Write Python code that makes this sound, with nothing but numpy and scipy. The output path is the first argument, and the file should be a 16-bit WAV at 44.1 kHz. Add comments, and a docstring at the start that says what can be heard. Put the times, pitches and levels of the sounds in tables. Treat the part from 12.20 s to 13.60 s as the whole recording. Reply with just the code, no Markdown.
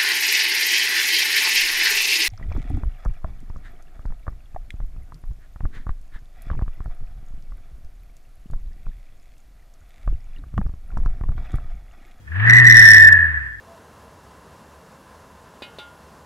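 """Bottle cap whirling on a string

One pull spins up a plastic cap on a twisted string near the microphone; then it coasts down. Its wobble
pushes the air once a turn, a low hum. Rushing air makes its hollow whistle in beating tones that overload
the recorder into a buzz. Air swishes round the rim and a draught rumbles on the microphone."""
import sys
import numpy as np
from scipy import signal
from scipy.io import wavfile
from scipy.ndimage import uniform_filter1d

SR = 44100
rng = np.random.default_rng(int(sys.argv[2]) if len(sys.argv) > 2 else 0)


def digitize_waveform(pressure):
    """Quantize a signal to 16-bit integers and store it at the path in sys.argv[1].

    Rows of a 2-D input are taken as channels; values are limited to [-1, 1].
    """
    field = np.atleast_2d(pressure).T
    bounded = np.clip(field, -1, 1)
    quanta = np.round(bounded * 32767).astype(np.int16)
    wavfile.write(sys.argv[1], SR, quanta)


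N = 61739
TIME = np.arange(N) / SR


def from_db(db):
    """Amplitude grows tenfold for every 20 dB."""
    return 10 ** (np.asarray(db) / 20)


def unit_rms(x):
    """Division by the root mean square gives unit power."""
    return x / np.sqrt(np.mean(np.abs(x) ** 2) + 1e-20)


def in_time(rows):
    """Linear interpolation joins timed points into a curve."""
    return np.interp(TIME, *np.transpose(rows))


def phase(hz):
    """Phase is the time integral of frequency."""
    return 2 * np.pi * np.cumsum(hz) / SR


def pan(db):
    """A level difference gives direction: the left gains db, the right loses as much."""
    return from_db([[db], [-db]])


def from_left(x, delay_s=0.00015):
    """A longer path delays the sound on the right."""
    return np.array([x[0], np.interp(TIME - delay_s, TIME, x[1])])


def coloured_noise(colour, correlation):
    """Half-octave noise bands add up to a spectrum of unit power, partly correlated between sides."""
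    hz, db = np.transpose(colour)
    edges = 15 * 2 ** np.arange(0, 10.1, .5)
    white = rng.standard_normal((2, 2, N + SR // 2))
    bands = 0
    for k, (low, high) in enumerate(zip(edges, edges[1:])):
        gain = from_db(np.interp(np.log(low * high) / 2, np.log(hz), db, right=-np.inf))
        bandpass = signal.butter(2, [low, high], "band", fs=SR, output="sos")
        bands = bands + gain * signal.sosfilt(bandpass, white[k % 2])[:, -N:]
    mid, side = bands
    return unit_rms(np.sqrt(1 + correlation) * mid + np.sqrt(1 - correlation) * side * [[1], [-1]])


# Spectrum of the still room. Each row: frequency in Hz, relative density in dB.
ROOM_SPECTRUM = [(25, -4), (100, -7), (300, -7.5), (800, -15), (3000, -24.5), (6000, -26.5), (15000, -32)]
# Steady tones of the room. Each row: frequency in Hz, level in dB.
ROOM_LINES = [(100, -49), (3300, -73.5), (4950, -81)]
def room():
    """Background noise: faint spectral lines stand on a continuous spectrum of rumble and hiss."""
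    tones = sum(np.sqrt(2) * from_db(db) * np.sin(2 * np.pi * hz * TIME) for hz, db in ROOM_LINES)
    return from_db(-56) * coloured_noise(ROOM_SPECTRUM, correlation=0.09) + tones


# Envelope of the draught. Each row: time in seconds, relative level in dB.
DRAUGHT_LEVEL = [(0, -58.1), (0.2, -57.8), (0.38, -49.7), (0.48, -44.6), (0.65, -38.0), (0.82, -42.4),
                 (0.95, -53.8), (1.15, -55.9)]
# Spectrum of the draught. Each row: frequency in Hz, relative density in dB.
DRAUGHT_SPECTRUM = [(20, 1), (35, -17), (70, -8.5), (150, -1), (300, -21.5), (700, -36)]
def draught():
    """Wind noise: stirred air takes time to reach the microphone, so its rumble peaks after the spin."""
    level = from_db(in_time(DRAUGHT_LEVEL) + 1)
    return level * pan(3) * coloured_noise(DRAUGHT_SPECTRUM, correlation=0.16)


# Envelopes of the hum's first two harmonics. Each row: time in seconds, relative level in dB.
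FUNDAMENTAL_LEVEL = [(0.0, -55), (0.054, -45.5), (0.116, -28.5), (0.198, -18.5), (0.31, -15),
                     (0.428, -14.5), (0.466, -15.5), (0.548, -16), (0.598, -18.5), (0.914, -22.5),
                     (1.168, -29), (1.4, -48)]
OCTAVE_LEVEL = [(0, -81), (.12, -44.5), (.24, -42.5), (.42, -44), (.52, -32), (.62, -53.5), (.9, -39.5),
                (1.17, -46.5), (1.4, -62.5)]
def hum(spin, left_lead_rad=0.89):
    """Periodic forcing: the off-centre cap pushes the air once a turn, and more weakly twice a turn."""
    angle = phase(spin) + np.array([[left_lead_rad], [0]])
    fundamental = from_db(in_time(FUNDAMENTAL_LEVEL) - 1) * np.sin(angle)
    octave = from_db(in_time(OCTAVE_LEVEL)) * np.sin(2 * angle)
    return np.sqrt(2) * pan(2.6) * (fundamental + octave)


# Envelope of the air at the rim. Each row: time in seconds, relative level in dB.
SWISH_LEVEL = [(0, -79), (0.07, -66), (0.17, -45.5), (0.29, -33), (0.42, -35), (0.6, -41.5), (0.9, -41),
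               (1.03, -47.5), (1.15, -51), (1.28, -57.5), (1.4, -72)]
# Spectrum of that air. Each row: frequency in Hz, relative density in dB.
SWISH_SPECTRUM = [(130, 1), (250, 1), (400, -11.5), (650, -13), (1000, -4.5), (1400, 3), (1800, 5),
                  (2300, -2), (2700, -13), (3200, -9), (4500, -13)]
def swish(spin, top_hz=3240):
    """Turbulence: air tears round the rim, throbbing once a turn and surging at each jerk."""
    throb = 1 + 0.22 * np.sin(phase(spin))
    level = from_db(in_time(SWISH_LEVEL) + 9.5) + from_db(-14) * jerks()
    lowpass = signal.butter(4, top_hz, fs=SR, output="sos")
    air = signal.sosfilt(lowpass, coloured_noise(SWISH_SPECTRUM, correlation=.55))
    return level * throb * from_left(air)


def hollow_noise(resonance_hz=1765, width_hz=195, top_hz=2000):
    """Cavity resonance: turbulence rings the air in the hollow of the cap."""
    b, a = signal.iirpeak(resonance_hz, resonance_hz / width_hz, fs=SR)
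    air = from_left(rng.standard_normal(N) + 0.98 * rng.standard_normal((2, N)))
    air = signal.sosfilt(signal.butter(8, top_hz, fs=SR, output="sos"), air)
    return unit_rms(signal.lfilter(b, a, signal.lfilter(b, a, air)))


# Jerks of the unwinding string. Each row: start in seconds, peak level in dB.
STRING_JERKS = [(0.075, -36), (0.117, -32.5), (0.155, -26.5), (.197, -18), (0.225, -28), (0.249, -43),
                (1.172, -40.5)]
def jerks(attack_s=0.0021, decay_s=0.0063):
    """Impulsive excitation: the envelope of each jerk rises fast and decays exponentially."""
    envelope = 0
    for start, db in STRING_JERKS:
        age = np.maximum(TIME - start, 0)
        rise = np.minimum(age / attack_s, 1)
        decay = np.exp(-np.maximum(age - attack_s, 0) / decay_s)
        envelope = envelope + from_db(db) * rise * decay
    return envelope


# Envelope of the whistle. Each row: time in seconds, level in dB.
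WHISTLE_LEVEL = [(0, -65), (0.04, -66), (0.075, -52), (0.12, -43), (0.16, -26.5), (0.21, -30.5),
                 (0.26, -11.5), (0.29, -6.5), (0.36, -7), (0.47, -5), (0.62, -2), (0.75, -2), (0.85, -6),
                 (0.94, -10.5), (1.06, -14.5), (1.1, -19), (1.28, -29), (1.4, -37.5)]
# Dips in the whistle. Each row: centre in seconds, half length in seconds, level change in dB.
WHISTLE_DIPS = [(0.323, 0.0077, -2), (.42, 0.026, -2.5), (.539, 0.0085, -4.5), (0.91, 0.0087, -2)]
def whistle_db():
    """Gains add in decibels: brief dips dent the whistle's swell and fall."""
    dips = sum(db * np.exp(-((TIME - centre) / half) ** 2) for centre, half, db in WHISTLE_DIPS)
    return in_time(WHISTLE_LEVEL) + dips


MID_SPIN = 105  # turns per second
# Whistle tones. Each row: pitch at MID_SPIN in Hz, rise in Hz per turn per second, relative level in dB.
CAVITY_TONES = [(1741, 2.8, -9), (1775.5, 2.7, -4.5), (1852.5, 3.6, -8.5), (1886, 4.2, -6.5),
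                (1950, 4.8, -9)]
# Phase lead of the left side. Each row: frequency in Hz, lead in radians.
LEFT_LEAD = [(1650, 0.73), (1830, 1.494), (2020, 2.17)]
def beating_tones(spin, flutter_hz=12, flutter_depth=.45, steady_s=.07):
    """Beats: close, fluttering tones rise with the spin and interfere; their mean power is held steady."""
    tones = 0
    for mid_hz, rise, db in CAVITY_TONES:
        hz = mid_hz + rise * (spin - MID_SPIN)
        angle = phase(hz) + 2 * np.pi * rng.random()
        angles = np.array([angle + np.interp(hz, *np.transpose(LEFT_LEAD)), angle])
        flutter = np.array([drift(flutter_hz) + 1j * drift(flutter_hz) for side in range(2)])
        phasor = (1 + flutter_depth * flutter / np.sqrt(2)) * np.exp(1j * angles)
        tones = tones + from_db(db) * phasor.real
    power = uniform_filter1d(tones ** 2, int(steady_s * SR), axis=-1)
    return tones / np.sqrt(power)


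def drift(corner_hz, step=40):
    """Low-pass filtering turns white noise into a slow wander of unit spread."""
    pole = np.exp(-2 * np.pi * corner_hz * step / SR)
    white = rng.standard_normal(N // step + 2002)
    slow = signal.lfilter([1], [1, -2 * pole, pole * pole], white)[2000:]
    return np.interp(np.arange(N) / step, np.arange(len(slow)), unit_rms(slow))


def whistle(spin, lock_spin=83.8, lock_width=3.4, lock_start_s=0.3, lock_rise_s=0.051):
    """Lock-in: breathy ringing turns into throbbing tones once the cap runs fast and true."""
    fast = (1 + np.tanh((spin - lock_spin) / lock_width)) / 2
    settled = (1 + np.tanh((TIME - lock_start_s) / lock_rise_s)) / 2
    locked = fast * settled
    level = from_db(whistle_db())
    throb = 1 + .22 * np.sin(phase(spin))
    tones = level * np.sqrt(locked) * throb * beating_tones(spin)
    breath_level = level * from_db(-2 - 9.5 * locked)
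    breath = (breath_level + jerks()) * hollow_noise()
    return pan(-0.14) * with_squeals(tones + breath, spin)


# Spectrum of the fine hiss. Each row: frequency in Hz, relative density in dB.
HISS_SPECTRUM = [(100, -30), (1500, -12.5), (2800, 2.5), (4500, -1), (6500, -7.5), (10000, -10),
                 (15000, -23.5)]
def hiss(exponent=2.27):
    """Power law: a fine treble hiss swells steeply with the loud whistle."""
    level = from_db(-27.5 + exponent * whistle_db())
    return level * from_left(coloured_noise(HISS_SPECTRUM, correlation=.2))


# Brief squeals. Each row: centre in seconds, half length in seconds, peak level in dB.
SQUEAL_EVENTS = [(.299, 0.0017, 2), (0.336, 0.0047, 0.4), (0.369, 0.0035, 0.7), (0.385, 0.0022, 0),
                 (.472, 0.0073, 1.5), (0.826, 0.01, 1), (0.85, 0.0068, 1.5), (0.877, 0.0086, 1.03),
                 (0.888, 0.0028, 1), (.928, 0.0061, 0.44)]
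def with_squeals(beating, spin, mid_hz=1851, rise=5.9):
    """Beats need several tones: they cease briefly while one strong, pure tone takes over."""
    tone = np.sin(phase(mid_hz + rise * (spin - MID_SPIN)))
    tone = from_left([tone, tone])
    for centre, half_length, db in SQUEAL_EVENTS:
        share = np.exp(-((TIME - centre) / half_length) ** 4)
        beating = (1 - share) * beating + share * from_db(db) * tone
    return beating


# Rotation of the cap. Each row: time in seconds, speed in turns per second.
SPIN_RATE = [(0.0, 48.2), (0.038, 58.4), (0.116, 79.6), (0.178, 98.2), (0.272, 115.1), (0.404, 121.6),
             (0.552, 115.2), (0.828, 97.9), (1.07, 82.8), (1.176, 73.9), (1.268, 66.0), (1.4, 51.5)]
def scene():
    """Superposition: all sources add, with one rotation driving hum, whistle and swish."""
    spin = in_time(SPIN_RATE)
    return hum(spin) + whistle(spin) + swish(spin) + hiss() + draught() + room()


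def record(dry, hardness=16, noise_db=-26, cutoff_hz=15700):
    """Saturation flattens crests into a buzz. Faint noise is added at overloaded peaks; the top is cut."""
    flattened = dry / (1 + np.abs(dry) ** hardness) ** (1 / hardness)
    peak_noise = from_db(noise_db) * (np.abs(dry) > 1) * rng.standard_normal(dry.shape)
    lowpass = signal.ellip(10, .1, 70, cutoff_hz, fs=SR, output="sos")
    return signal.sosfilt(lowpass, flattened + peak_noise)


dry = scene()
out = record(dry)
digitize_waveform(out)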